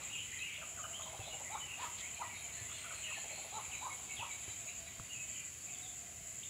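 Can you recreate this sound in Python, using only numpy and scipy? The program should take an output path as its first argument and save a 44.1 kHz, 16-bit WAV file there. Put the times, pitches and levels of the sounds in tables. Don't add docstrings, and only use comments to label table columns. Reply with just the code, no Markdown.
import sys
import numpy as np
from scipy import signal
from scipy.fft import rfft, irfft, next_fast_len
from scipy.io import wavfile
from scipy.ndimage import uniform_filter1d

SR = 44100
rng = np.random.default_rng(int(sys.argv[2]) if len(sys.argv) > 2 else 0)


def int16_out(signal):
    q = np.round(np.clip(np.atleast_2d(signal).T, -1, 1) * 32767)
    wavfile.write(sys.argv[1], SR, q.astype(np.int16))


N = 286209
TIME = np.arange(N) / SR


def gain(db):
    return 10 ** (np.asarray(db) / 20)


def unit(x):
    return x / np.sqrt(np.mean(x ** 2) + 1e-30)


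def add(track, start, sound):
    i = int(np.clip(start * SR, 0, N))
    track[i:i + len(sound)] += sound[:N - i]


def progress(seconds):
    return np.linspace(0, 1, max(int(seconds * SR), 16))


def wobble(per_second, size):
    step = max(int(SR / per_second), 1)
    points = rng.standard_normal(size // step + 2)
    joined = np.interp(np.arange(size) / step, np.arange(len(points)), points)
    return 1.2 * uniform_filter1d(joined, step // 2 + 1)


def band(x, hz, width_hz):
    size = next_fast_len(len(x))
    freqs = np.fft.rfftfreq(size, 1 / SR)
    bell = 1 / (1 + ((freqs - hz) / width_hz) ** 2) ** 2
    return unit(irfft(rfft(x, size) * bell, size)[:len(x)])


def noise(hz, width_hz, size):
    return band(rng.standard_normal(size), hz, width_hz)


def trees(sound, tail_s=.65):
    t = np.arange(SR) / SR
    decay = gain(-60 * t / tail_s) + 1.2 * np.exp(-t / .035)
    fade_in = 1 - np.exp(-t / .004)
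    echo = rng.standard_normal(SR) * decay * fade_in
    return signal.fftconvolve(sound, echo / np.linalg.norm(echo))[:N]


# frequency in Hz, relative level in dB.
AIR_TONE = [(25, -56), (38, -44), (52, -4), (75, 0.5), (110, -0.5), (160, -5.5), (300, -12), (500, -15.5),
            (1000, -21.5), (1600, -16), (3800, -19), (5200, -19.5), (12000, -24), (15500, -23)]

def air(level_db=-57.5):
    hz, db = np.transpose(AIR_TONE)
    freqs = np.fft.rfftfreq(N, 1 / SR)
    tone = gain(np.interp(np.log(freqs + 1), np.log(hz), db))
    return gain(level_db) * unit(irfft(rfft(rng.standard_normal(N)) * tone, N))


def flock(centre_hz, octaves, count):
    chirps = np.zeros(N)
    for when, pitch, slope, length in rng.random((count, 4)):
        u = progress(.0295 + .0511 * length)
        hz = centre_hz * 2 ** (octaves * (pitch - .5) + .412 * (slope - .5) * (u - .5))
        add(chirps, when * N / SR, np.sin(np.pi * u) * np.sin(2 * np.pi * np.cumsum(hz) / SR))
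    return unit(trees(chirps))


# time in seconds, relative level in dB.
SONG_LEVELS = [(0.0, -50), (0.2, -61.5), (0.34, -52.5), (0.5, -51), (0.7, -57), (0.99, -61), (1.25, -59),
               (1.72, -56.5), (2.48, -55), (3.07, -51), (3.42, -55), (4.05, -59.5), (4.28, -56),
               (4.97, -60.5), (5.3, -58), (5.46, -60), (6.27, -63), (6.49, -61)]
TWITTER_LEVELS = [(0.0, -59), (0.32, -63), (0.72, -71), (0.94, -68), (1.14, -59), (1.64, -67), (1.97, -60),
                  (2.35, -66.5), (2.71, -61.5), (3.8, -60), (3.98, -62), (4.25, -59), (6.34, -75),
                  (6.49, -66)]
LOW_WASH_LEVELS = [(0.0, -56), (0.29, -67), (0.65, -65), (0.98, -60.5), (1.21, -60.5), (3.25, -63),
                   (3.7, -60), (5.11, -67), (6.49, -73)]

def far_birds(song_hz=2500, twitter_hz=3600, low_hz=950):
    song = unit(flock(song_hz, octaves=.75, count=700) + gain(-1) * noise(song_hz, 850, N))
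    song *= gain(np.interp(TIME, *np.transpose(SONG_LEVELS)) - .5)
    twitter = unit(flock(twitter_hz, octaves=.35, count=400) + noise(twitter_hz, 1430, N))
    twitter *= gain(np.interp(TIME, *np.transpose(TWITTER_LEVELS)) - 3)
    low_wash = noise(low_hz, 1020, N)
    low_wash *= gain(np.interp(TIME, *np.transpose(LOW_WASH_LEVELS)) - 2)
    return song + twitter + low_wash


# pitch in Hz, width in Hz, relative level in dB.
DRONE_BANDS = [(7055, 680, -2), (7620, 220, -6.5), (6980, 200, -9.5), (6310, 200, -18), (8930, 630, -20.5),
               (9400, 380, -22.5), (10660, 800, -16.5), (7970, 140, -17)]
# first burst, end and time between bursts in seconds, then relative level in dB.
INSECT_SURGES = [(0.059, .41, 0.097, -52.5), (.69, 1.06, 0.11, -52), (1.358, 1.66, 0.082, -52),
                 (1.845, 2.197, 0.093, -53), (2.451, 2.79, 0.097, -51), (2.939, 3.474, 0.092, -51.5),
                 (3.561, 4.17, .095, -52), (4.335, 4.78, .087, -50.5), (5.148, 5.497, .079, -50),
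                 (5.65, 6.03, .083, -52), (6.288, 6.53, 0.093, -52)]

def insects(burst_s=.08, burst_hz=7200, drone_db=-52, lift_db=2, rise_s=.26):
    shrill, overtone, surging = np.zeros((3, N))
    u = progress(burst_s)
    for first, end, period, db in INSECT_SURGES:
        surging[(TIME > first) & (TIME < end)] = 1
        for middle in np.arange(first, end, period):
            swell = gain(db + 3 + rng.standard_normal()) * np.sin(np.pi * u)
            hz = burst_hz + 140 * rng.standard_normal()
            add(shrill, middle - burst_s / 2, swell * noise(hz, 800, len(u)))
            add(overtone, middle - burst_s / 2, swell * noise(13300, 1200, len(u)))
    drone = sum(gain(db) * noise(hz, width_hz, N) for hz, width_hz, db in DRONE_BANDS)
    drone *= gain(drone_db + lift_db * uniform_filter1d(surging, int(rise_s * SR)))
    shrill = signal.sosfilt(signal.butter(4, [6400, 8050], "bandpass", fs=SR, output="sos"), shrill)
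    flicker = gain(wobble(350, N))
    return (drone + shrill + gain(-26) * overtone) * flicker


# start and length in seconds, first and last pitch in Hz,
# relative level in dB, share sent through the trees from 0 to 1.
WHISTLED_NOTES = [ (0.017, 0.025, 3700, 4160, -59, 0.23), (0.092, 0.049, 2700, 2955, -47, .8),
                  (0.15, 0.046, 2566, 3130, -42.5, 0.75), (0.323, 0.028, 1795, 2180, -49, .25),
                  (0.361, 0.022, 2190, 1900, -51, 0.1), (0.388, 0.011, 4250, 3650, -51, .4),
                  (.4, 0.059, 2490, 2846, -43.5, 0.37), (0.449, 0.079, 2450, 2250, -52.5, 0.85),
                  (0.493, 0.15, 2775, 2620, -53.5, 0.78), (.537, 0.037, 3600, 3260, -56.5, 0.52),
                  (0.825, 0.046, 3040, 2906, -52.5, 0.2), (.93, 0.042, 2800, 3260, -46.5, 0.47),
                  (1.01, 0.027, 3450, 3780, -57, .5), (1.014, 0.051, 3400, 3110, -54.5, 0.67),
                  (1.195, 0.036, 2710, 2500, -53, 0.4), (1.196, 0.093, 3070, 3730, -57, 0.6),
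                  (1.234, .08, 3980, 4030, -59, 0.3), (1.28, 0.058, 3270, 2770, -52.5, 0.85),
                  (1.433, .12, 1862, 2340, -55, .6), (1.519, 0.047, 3920, 3760, -57, 0.4),
                  (1.6, 0.067, 3020, 2973, -49, 0.01), (1.655, 0.1, 2754, 2664, -49, 0.62),
                  (2.01, 0.066, 1830, 2530, -51.5, 0.44), (2.142, 0.064, 2387, 2420, -56, 0.27),
                  (2.218, 0.037, 2105, 1885, -53.5, 0.22), (2.291, 0.063, 2490, 2096, -52, 0.68),
                  (2.345, .085, 3750, 3800, -60, 0), (2.557, 0.059, 1837, 1695, -58.5, 0.42),
                  (2.698, 0.061, 3340, 3500, -55, .6), (3.022, 0.053, 3093, 2630, -46.5, 0.6),
                  (3.073, 0.08, 2520, 2714, -47, 0.52), (3.078, 0.037, 1890, 1865, -56.5, 0),
                  (3.147, 0.051, 1930, 1674, -54.5, 0.3), (3.286, .031, 2100, 2690, -51, 0.44),
                  (3.515, 0.074, 4000, 3934, -58, 0.5), (3.645, 0.024, 2200, 2630, -51.5, .4),
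                  (3.713, 0.048, 3100, 2133, -47.5, 0.38), (3.716, 0.18, 3860, 3910, -62, 0.2),
                  (3.903, .041, 2220, 2180, -50, 0.06), (4.089, 0.055, 2290, 2172, -51, 0.17),
                  (4.099, 0.022, 2515, 2780, -50, 0.6), (4.161, 0.061, 3766, 2460, -46, 0.45),
                  (4.29, 0.044, 2370, 2203, -50, 0.23), (4.671, 0.039, 2397, 2780, -51.5, 0.65),
                  (5.089, 0.061, 2896, 2836, -52, .25), (5.143, 0.081, 2580, 2535, -51, 0.4),
                  (5.309, 0.083, 3113, 2703, -55, 0.84), (5.328, 0.071, 2550, 2343, -57, 0.6),
                  (5.663, 0.057, 2400, 2715, -56.5, 0.66), (5.722, 0.056, 3755, 3200, -62, 0.53),
                  (5.815, 0.077, 4025, 3220, -57.5, 0.42), (6.429, 0.013, 2700, 3780, -48.5, .25)]

def whistlers(ease=1.3):
    direct, scattered = np.zeros((2, N))
    for start, length, first_hz, last_hz, db, share in WHISTLED_NOTES:
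        u = progress(length)
        hz = last_hz + (first_hz - last_hz) * (1 - u) ** ease
        hz *= 1 + (.008 + .044 * share) * wobble(500, len(u))
        swell = np.sqrt(np.abs(np.sin(np.pi * u)))
        flutter = gain(5 * share * wobble(250, len(u)))
        note = gain(db) * unit(swell * flutter * np.sin(2 * np.pi * np.cumsum(hz) / SR))
        add(direct, start, note * np.sqrt(1 - share))
        add(scattered, start, note * np.sqrt(share))
    return gain(-1) * direct + gain(1) * trees(scattered)


# first stroke and end in seconds, pitch in Hz, level in dB.
STROKE_RUNS = [(.2, 2.25, 10820, -69), (2.4, 4.55, 10940, -63), (5.1, 6.5, 10950, -69)]

def high_insect(stroke_s=.254, glide_hz=260):
    out, u = np.zeros(N), progress(stroke_s)
    for first, end, hz, db in STROKE_RUNS:
        tone = np.sin(2 * np.pi * np.cumsum(hz + glide_hz * (u - .5)) / SR)
        for middle in np.arange(first, end, stroke_s):
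            stroke = unit(noise(0, 330, len(u)) * tone)
            add(out, middle - stroke_s / 2, gain(db) * np.sin(np.pi * u) * stroke)
    return out


# start and length in seconds, pitch aimed for in Hz, opening level in dB.
FAR_COOS = [(.54, .95, 733.6, -61), (1.95, 1.5, 745, -65), (3.352, 2.05, 778, -66),
            (5.624, 0.81, 775, -65.5)]

def cooer(scoop_hz=180.1, rise_s=.08, sag_hz=135.9, fade_db=4, scatter_db=-8):
    out = np.zeros(N)
    for start, length, aim_hz, db in FAR_COOS:
        u = progress(length)
        hz = aim_hz - scoop_hz * np.exp(-u * length / rise_s) - sag_hz * u
        hz *= 1 + .02496 * wobble(40.17, len(u))
        blur = 1 + noise(0, 95, len(u))
        voice = unit(blur * np.sin(2 * np.pi * np.cumsum(hz) / SR))
        add(out, start, gain(db - fade_db * u) * signal.windows.tukey(len(u), .1) * voice)
    return (out + gain(scatter_db) * trees(out)) / np.hypot(1, gain(scatter_db))


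def croak(length, hz, pulse_hz=165, under_db=-10):
    size = len(progress(length))
    pulses = np.cumsum(pulse_hz * (1 + .2 * wobble(200, size))) / SR
    age = pulses % 1 / pulse_hz
    ring = np.sqrt(age) * np.exp(-age / .005)
    throat = band(ring * np.sin(2 * np.pi * hz * age), hz, 420)
    rasp = .55 * noise(hz, 330, size)
    under = gain(under_db) * band(ring * np.sin(np.pi * hz * age), 647, 160)
    return unit((throat + rasp + under) * signal.windows.tukey(size, .2))


# start in seconds, length in seconds, level in dB.
OPENING_CLUCKS = [(0.614, 0.028, -53.5), (0.772, 0.045, -52.5), (0.837, 0.03, -49), (2.69, 0.042, -60),
                  (2.838, 0.04, -54), (2.905, 0.039, -52.5)]
# start in seconds, end in seconds, level in dB.
CHUCKLE_RUNS = [(0.993, 1.44, -53.5), (3.103, 3.48, -55)]

def chuckler(cluck_hz=1316, first_hz=1100, last_hz=738, sink_s=.055, period_s=.068, note_s=.026):
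    out = np.zeros(N)
    for start, length, db in OPENING_CLUCKS:
        add(out, start, gain(db) * croak(length, cluck_hz))
    for start, end, db in CHUCKLE_RUNS:
        for age in np.arange(0, end - start, period_s):
            hz = last_hz + (first_hz - last_hz) * np.exp(-age / sink_s)
            add(out, start + age, gain(db) * croak(note_s, hz))
    return out


# start in seconds, thud pitch in Hz, thud, knock and click levels in dB.
CAMERA_BUMPS = [(1.192, 105, -47.5, -44, -48), (2.611, 106, -47, -53, -68), (4.189, 97, -50.5, -50.5, -70),
                (4.479, 101, -52, -48, -59), (4.998, 101, -45, -44.5, -40)]

def bumps(thud_s=.009, knock_s=.0061, click_s=.00377, click_hz=1200):
    out, t, u = np.zeros(N), np.arange(SR // 8) / SR, progress(click_s)
    for start, hz, thud_db, knock_db, click_db in CAMERA_BUMPS:
        thud = -t / thud_s * np.exp(1 - t / thud_s) * np.sin(2 * np.pi * hz * t)
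        knock = np.exp(-t / knock_s) * noise(180, 420, len(t))
        click = np.sin(2 * np.pi * click_hz * click_s * u) + .14 * rng.standard_normal(len(u))
        add(out, start, gain(thud_db) * thud + gain(knock_db) * knock)
        add(out, start - click_s / 2, gain(click_db) * np.sin(np.pi * u) ** 2 * click)
    return out


# start and length in seconds, first and top pitch in Hz,
# relative level in dB, and how strongly the odd harmonics are mixed in, in dB.
WHOOP_NOTES = [(1.496, 0.067, 662, 907, -42, -15), (1.774, 0.081, 599, 1036, -43, -18),
               (2.192, 0.033, 687, 990, -41, -29), (3.517, 0.076, 675, 901, -43.5, -11.5),
               (3.804, .072, 603, 1056, -42.5, -20), (4.191, .047, 736, 976, -44, -28)]

def whooper(crest=.671, last_hz=832, throat_hz=965, yelp_hz=1130, yelp_lead_s=.012):
    out = np.zeros(N)
    for start, length, first_hz, top_hz, db, odd_db in WHOOP_NOTES:
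        u = progress(length)
        rise = first_hz + (top_hz - first_hz) * np.sin(np.pi / 2 * u / crest)
        fall = top_hz + (last_hz - top_hz) * ((u - crest) / (1 - crest)) ** 2
        hz = np.where(u < crest, rise, fall) * (1 + .03 * wobble(400, len(u)))
        phase = np.pi * np.cumsum(hz) / SR
        throat = 1 / np.hypot(1, (hz - throat_hz) / 170)
        swell_db = np.interp(u, [0, .6, .8, 1], [-10, -5, 1, -1]) + 2 * wobble(300, len(u))
        swell = np.sqrt(2) * gain(db + swell_db) * signal.windows.tukey(len(u), .15)
        odd_harmonics = gain(odd_db) * (np.sin(3 * phase) + .35 * np.sin(phase))
        rasp = gain(-18) * noise(740, 350, len(u))
        add(out, start, swell * (throat * np.sin(2 * phase) + odd_harmonics + rasp))
        yelp = croak(.035, yelp_hz, pulse_hz=189.7, under_db=-17)
        add(out, start + length - yelp_lead_s, gain(db - 6.5) * yelp)
    return out


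# start and length in seconds, pitch and width of the hiss in Hz, level in dB.
LEAF_RUSTLES = [(1.774, .12, 2500, 2360, -49), (1.796, 0.16, 9000, 9000, -61),
                (1.965, .066, 3350, 1800, -51), (4.471, .04, 2200, 2200, -58)]

def rustles():
    out = np.zeros(N)
    for start, length, hz, width_hz, db in LEAF_RUSTLES:
        u = progress(length)
        add(out, start, gain(db) * np.sin(np.pi * u) * noise(hz, width_hz, len(u)))
    return out


def cricket(hz=4595):
    db = np.interp(TIME, [1.8, 3.6, 5.8, 6.3], [-85, -73, -72, -82])
    return gain(db) * noise(hz, 60, N)


# start, end, time between chirps and chirp length in seconds,
# then pitch, pitch step per chirp and width in Hz, then first and last relative level in dB.
CHIRP_RUNS = [(2.11, 3.45, .197, 0.14, 4144, 13, 282, -63.5, -55.5),
              (2.7, 3.0, 0.18, 0.18, 8360, -190, 150, -56.5, -59),
              (4.31, 4.95, .182, 0.033, 3910, 0, 140, -57, -59),
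              (4.485, 4.95, 0.19, 0.029, 2305, 0, 260, -51, -53)]

def chirpers():
    out = np.zeros(N)
    for start, end, period, length, hz, step_hz, width_hz, first_db, last_db in CHIRP_RUNS:
        u, times = progress(length), np.arange(start, end, period)
        for k, db in enumerate(np.linspace(first_db, last_db, len(times))):
            buzz = noise(hz + k * step_hz, width_hz, len(u))
            add(out, times[k], gain(db) * np.sin(np.pi * u) * buzz)
    return gain(-2) * out + gain(-3) * trees(out)


def scene():
    background = air() + far_birds() + insects() + whistlers() + high_insect() + cooer()
    main_bird = chuckler() + whooper()
    main_bird += gain(-6) * trees(main_bird)
    return (background + main_bird + bumps() + rustles() + cricket() + chirpers())[None]


def record(dry, top_hz=15600):
    return signal.sosfilt(signal.ellip(12, .1, 80, top_hz, fs=SR, output="sos"), dry)


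dry = scene()
out = record(dry)
int16_out(out)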